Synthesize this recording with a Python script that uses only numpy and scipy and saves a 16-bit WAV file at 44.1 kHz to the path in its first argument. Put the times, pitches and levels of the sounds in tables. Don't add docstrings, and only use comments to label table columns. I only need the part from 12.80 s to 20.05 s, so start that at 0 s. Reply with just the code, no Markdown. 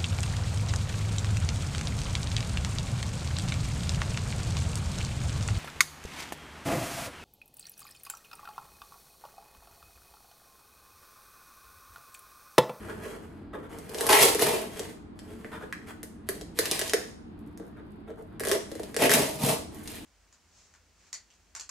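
import sys
import numpy as np
from scipy import signal
from scipy.fft import rfft, irfft
from scipy.io import wavfile
from scipy.ndimage import uniform_filter1d

SR = 44100
rng = np.random.default_rng(int(sys.argv[2]) if len(sys.argv) > 2 else 0)


def generate_wav(signal):
    frames = np.transpose(np.atleast_2d(signal))
    scaled = np.clip(frames, -1, 1) * 32767
    pcm = np.round(scaled).astype(np.int16)
    wavfile.write(sys.argv[1], SR, pcm)


N = 319725
TIME = np.arange(N) / SR


def undb(db):
    return 10 ** (np.asarray(db) / 20)


def unit_rms(x):
    return x / np.sqrt(np.mean(x ** 2))


def convolve(x, impulse):
    return signal.fftconvolve(x, impulse)[:N]


def colour(x, curve, size=4096):
    hz, db = np.transpose(curve)
    bins_hz = np.fft.rfftfreq(size, 1 / SR) + 1
    cepstrum = irfft(np.log(undb(np.interp(np.log(bins_hz), np.log(hz), db))))
    cepstrum[1:size // 2] *= 2
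    cepstrum[size // 2 + 1:] = 0
    return convolve(x, irfft(np.exp(rfft(cepstrum))))


def wander(per_s):
    hold = int(SR / per_s)
    return uniform_filter1d(np.repeat(rng.standard_normal(N // hold + 1), hold), hold // 2)[:N]


def grains(per_s, spread_db):
    clicks = (rng.random(N) < per_s / SR) * rng.standard_normal(N)
    return unit_rms(clicks * undb(spread_db * np.minimum(rng.exponential(size=N), 3)))


def ring(force, modes, drift_db=1.6):
    t = np.arange(SR // 8) / SR
    out, power = 0, 0
    for k, (hz, width_hz, db) in enumerate(modes):
        motion = np.exp(-np.pi * width_hz * t) * (1 - np.exp(-2 * hz * t)) * np.sin(2 * np.pi * hz * t)
        gain = (-1) ** k * undb(db) * np.sqrt(width_hz) / hz
        impulse = gain * np.diff(motion, prepend=0)
        out = out + convolve(force * undb(drift_db * wander(9)), impulse)
        power += np.sum(impulse ** 2)
    return out / np.sqrt(power)


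def friction(gains, air_eq, bodies, per_s, spread_db, jerk_db, jerks_per_s):
    slips = unit_rms(grains(per_s, spread_db) * undb(jerk_db * wander(jerks_per_s)))
    air = gains[0] * unit_rms(colour(slips, air_eq))
    return air + sum(ring(gain * slips, modes) for gain, modes in zip(gains[1:], bodies))


# frequency in Hz, relative level in dB.
HUM_EQ = [(25, -20), (50, -5), (92, -2.5), (123, -9.5), (235, -1), (262, -11), (293, -1), (545, -27.5),
          (760, -23), (5000, -48.5), (6500, -98.5)]


def hum(level_db=-49.5):
    swell = undb(1.2 * wander(4))
    return undb(level_db) * swell * unit_rms(colour(rng.standard_normal(N), HUM_EQ))


# band centre in Hz, seconds to die away by 60 dB.
ROOM_DECAY = [(150, 0.047), (400, 0.44), (1000, 0.46), (2500, 0.44), (6000, 0.49), (12000, 0.27)]


def echoes(gap_s=0.0018, early_db=9.0, early_s=0.0062):
    t = np.arange(int(.7 * SR)) / SR
    tail = 0
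    for hz, decay_s in ROOM_DECAY:
        band_eq = [(hz / 2.5, -30), (hz / 1.5, 0), (hz * 1.5, 0), (hz * 2.5, -30)]
        band = colour(rng.standard_normal(len(t)), band_eq)[:len(t)]
        tail = tail + band * 1000 ** (-t / max(decay_s, .05))
    onset = np.clip(t / gap_s - 1, 0, 1)
    early_boost = 1 + undb(early_db) * np.exp(-t / early_s)
    tail = tail * onset * early_boost
    return tail / np.sqrt(np.sum(tail ** 2))


def room(x, places=5, step_s=.11):
    out = 0
    for k in range(places):
        steps_away = np.abs((TIME / step_s - k + places / 2) % places - places / 2)
        send = np.cos(np.pi / 2 * np.minimum(steps_away, 1))
        out = out + convolve(x * send, echoes())
    return out


# frequency in Hz, gain in dB.
CRACKLE_EQ = [(1500, -45.5), (2800, 1.5), (4000, 2), (8500, 2), (11000, 5.5), (16000, -0.5)]
# start in seconds, length in seconds, level in dB.
TICK_SPELLS = [(4.45, 1.1, -81), (1.006, 0.18, -53.5), (5.9, 0.48, -69.5), (6.929, 0.257, -54.5)]


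def tape_ticks():
    gain = sum(undb(db) * (TIME > start) * (TIME < start + length) for start, length, db in TICK_SPELLS)
    clicks = np.diff(grains(per_s=140, spread_db=7.0), prepend=0)
    return unit_rms(colour(clicks, CRACKLE_EQ)) * gain


# pitch in Hz, width in Hz, level in dB.
BOX_MODES = [(318, 58, 5.5), (386.4, 37, 8.5), (437.3, 60, 13.5), (525, 59, 5.5), (613, 130, 7.5)]
# pitch in Hz, width in Hz, level in dB.
SCRAPE_MODES = [(800, 430, 0.5), (1362, 450, 3.5), (1747, 700, -1.5), (3580, 430, -12.5)]
# frequency in Hz, gain in dB.
HISS_EQ = [(2000, -2), (3500, -2), (5500, -9.5), (9000, -6.5), (14000, -8.5)]
# one level in dB, for hiss, box ring and scrape in turn.
HAND_GRIP = [
    [-91],
    [-69],
    [-75.5],
]
# start in seconds, box ring in dB, scrape and hiss in dB relative to
# that ring, length in seconds.
RUB_STROKES = [(-.1, -52.5, -4.5, -7, 0.84), (0.083, -50.5, 2, -11, 0.059), (0.216, -54, -9.5, -7, 0.21),
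               (0.729, -39.5, -11.5, -25, 0.072), (0.778, -53.5, -3, -15, 0.17),
               (0.89, -49.5, -3.5, -7.5, 0.18), (0.988, -52.5, -5, -4, 0.83), (1.9, -52, -5, 1.5, 0.33),
               (2.348, -64.5, -2, -0.5, 1), (2.712, -54, 5, -14, 0.1), (2.805, -46.5, -6.5, -22, 0.08),
               (3.061, -62.5, 8, 5.5, 0.1), (3.46, -57, -22, 0, 0.22), (3.742, -53, -3, 10.5, 0.65),
               (4.8, -52, -20, -47.5, 0.13), (4.956, -61.5, -2.5, -22, 0.092),
               (5.269, -47, -12, -23.5, 0.095), (5.367, -44.5, -20, -22, 0.082),
               (5.507, -68.5, 2, -22, 0.098), (5.87, -60.5, -5, 0.5, 0.47), (6.907, -66.5, 4, 8.5, 0.22),
               (7.041, -66.5, -13, 17, 0.31)]


def card_rubs():
    gains = undb(HAND_GRIP)
    for start, ring_db, scrape_db, hiss_db, length in RUB_STROKES:
        progress = np.clip((TIME - start) / length, 0, 1)
        stroke = np.sin(np.pi * np.sqrt(progress)) ** 2
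        gains = gains + np.outer(undb(ring_db + np.array([hiss_db, 0, scrape_db])), stroke)
    return friction(gains, HISS_EQ, (BOX_MODES, SCRAPE_MODES),
                    per_s=5000, spread_db=3.0, jerk_db=2.0, jerks_per_s=35)


# pitch in Hz, width in Hz, level in dB.
FLAP_MODES = [(803, 290, 5), (937, 770, 2)]
RASP_MODES = [(1950, 670, 8.5), (2610, 1400, -4.5)]
BOOM_MODES = [(131.7, 29, 3), (244, 39, 3.5), (647, 56, 0)]
# start in seconds, rise in seconds, seconds to fall 20 dB (played as 0.01
# at least), crackle in dB, then box ring, flap, rasp and boom in dB relative to the crackle.
TAPE_TUGS = [(1.118, 0.19, -0.08, -42, 5, 0, -9, -7.5), (1.288, 0.004, 0.1144, -24, 0, 2.5, -2.5, -18),
             (1.322, 0.0091, 0.157, -24.5, -7, -2, -2.5, -31),
             (1.394, 0.035, 0.0962, -23, -3.5, -10, -14.5, -14.5),
             (1.583, 0.054, -0.0844, -30, 6, -6, -8, -9.5),
             (1.611, 0.068, 0.16, -34, 3.5, -1.5, -3.5, -4.5), (5.6, 0.16, -0.16, -43.5, 8.5, -4, -6, -3),
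             (6.18, 0.079, 0.0185, -28.5, 9.5, -3.5, 0, 0), (6.284, 0.073, -0.0059, -27, -2.5, -8, -6, -4),
             (6.35, 0.033, 0.1829, -32.5, 0, -6, -8.5, -0.5),
             (6.588, 0.12, 0.0639, -32, -1.5, -4.5, -8.5, 1.5)]


def tape_tugs(rise_power=0.67):
    gains = 0
    for start, rise_s, fall_s, crackle_db, *bodies_db in TAPE_TUGS:
        build = np.clip((TIME - start) / rise_s, 0, 1) ** rise_power
        release = undb(-20 * np.maximum(TIME - start - rise_s, 0) / max(fall_s, .01))
        gains = gains + np.outer(undb(crackle_db + np.array([0] + bodies_db)), build * release)
    return friction(gains, CRACKLE_EQ, (BOX_MODES, FLAP_MODES, RASP_MODES, BOOM_MODES),
                    per_s=6000, spread_db=2.5, jerk_db=2.5, jerks_per_s=190)


# pitch in Hz, width in Hz, level in dB.
RIDGE_MODES = [(1050, 290, -7.5), (1798, 400, 1)]
# start in seconds, crack in dB, then box ring, ridge ring and the
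# crack's top end in dB relative to the crack.
GLUE_SNAPS = [(0.986, -30.5, 4, -13, 2.5), (1.0938, -25.5, 2, -14, -2), (1.1459, -15.5, 4.5, -9.5, -10),
              (1.1852, -11.5, -22, -29, -24), (1.2089, -9, 4.5, -6.5, -1), (1.267, -9.5, 1.5, -11, 3),
              (1.426, -3, -24, -3, -2), (1.5482, -14.5, 14, -3, 6), (1.5935, -16.5, 8, 4, 6),
              (1.9944, -9, -1, -15, -30), (2.391, -24, -15, -8, -21), (2.6462, -39.5, 25, 14, -12),
              (2.926, -22, -28, 8, -10.5), (3.2308, -27, 5.5, -1, 8), (3.489, -17, 7, 2, 9),
              (3.612, -18.5, 0.5, -18, -36), (3.789, -1.5, 1.5, -3, -2), (3.8561, -5.5, -26, -10.5, -11),
              (3.913, 0.5, -6.5, -28, -14), (3.993, -10.5, -3, -6, 2), (4.0145, -6, 0.5, -9, -16),
              (4.0788, -12, -27.5, -34, -14), (4.096, -8, -13, -15, -18), (4.135, 0.5, 0.5, -10.5, -14.5),
              (4.775, -34, -2, -4, 0), (4.7989, -40.5, 25, 1, -17), (5.3038, -41, 25, 1, -19),
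              (5.597, -21.5, -13, -1, 3.5), (5.605, -21.5, 13.5, 3, 3), (5.636, -24, -14, 8, 4.5),
              (5.651, -15.5, 5, -2, 0), (5.671, -13.5, 10.5, -2.5, -3), (5.685, -13.5, -10, -20, -1),
              (5.694, -12.5, 6.5, -4, -8), (5.715, -1.5, 1, -4.5, -9), (5.732, -10, -7, -10, -16),
              (5.9157, -22, 11, -3.5, -11), (5.953, -23.5, 11.5, -3.5, -10), (5.9964, -26, 19.5, -2, -4),
              (6.033, -20.5, 1, -12, -15), (6.144, -16.5, -0.5, -7.5, -19), (6.165, -5.5, 2.5, -9, -9),
              (6.295, -6.5, -3, -2, -2), (6.316, -2.5, -19, -2, -2), (6.337, -3, -30, -16, 6),
              (7.0757, -15.5, -22, -13, -14)]


def glue_snaps(tear_s=0.0013, top_hz=7000, size=256):
    crack_low, crack_top, box_hits, ridge_hits = np.zeros((4, N))
    bursts = rng.standard_normal((len(GLUE_SNAPS), size)) * np.exp(-TIME[:size] / tear_s)
    spectra = rfft(bursts)
    tears = irfft(spectra / np.sqrt(np.abs(spectra)))
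    for (start, db, box_db, ridge_db, top_db), tear in zip(GLUE_SNAPS, tears):
        i = int(start * SR)
        tear = tear / np.sqrt(np.sum(tear ** 2))
        crack_low[i:i + size] += undb(db) * tear
        crack_top[i:i + size] += undb(db + top_db) * tear
        box_hits[i] += undb(db + box_db)
        ridge_hits[i] += undb(db + ridge_db)
    lowpass, highpass = (signal.butter(2, top_hz, kind, fs=SR, output="sos") for kind in ("low", "high"))
    crack = signal.sosfilt(lowpass, crack_low) - signal.sosfilt(highpass, crack_top)
    knock = ring(box_hits, BOX_MODES, drift_db=3.0) + ring(ridge_hits, RIDGE_MODES, drift_db=3.0)
    return colour(crack, CRACKLE_EQ) + knock


def scene():
    box = tape_tugs() + card_rubs() + glue_snaps() + tape_ticks()
    mid = box + undb(-3.0) * room(box) + hum()
    side = undb(-34.0) * box + undb(3.5) * room(box) + undb(6.5) * hum()
    return np.array([mid + side, mid - side])


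# frequency in Hz, gain in dB.
MID_EQ = [(12000, 3), (13500, -0.5), (14600, -23), (16500, -32.5)]
SIDE_EQ = [(100, -14.5), (250, -11), (700, -1.5), (2000, -4), (5500, -2.5), (7500, -10.5), (9000, -36.5),
           (10500, -3), (13000, 3), (16000, 2)]


def record(dry, ceiling=.75, cutoff_hz=16800):
    mid = colour((dry[0] + dry[1]) / 2, MID_EQ)
    side = colour((dry[0] - dry[1]) / 2, SIDE_EQ)
    rounded = ceiling * np.tanh(np.array([mid + side, mid - side]) / ceiling)
    return signal.sosfilt(signal.ellip(10, .2, 90, cutoff_hz, fs=SR, output="sos"), rounded)


dry = scene()
out = record(dry)
generate_wav(out)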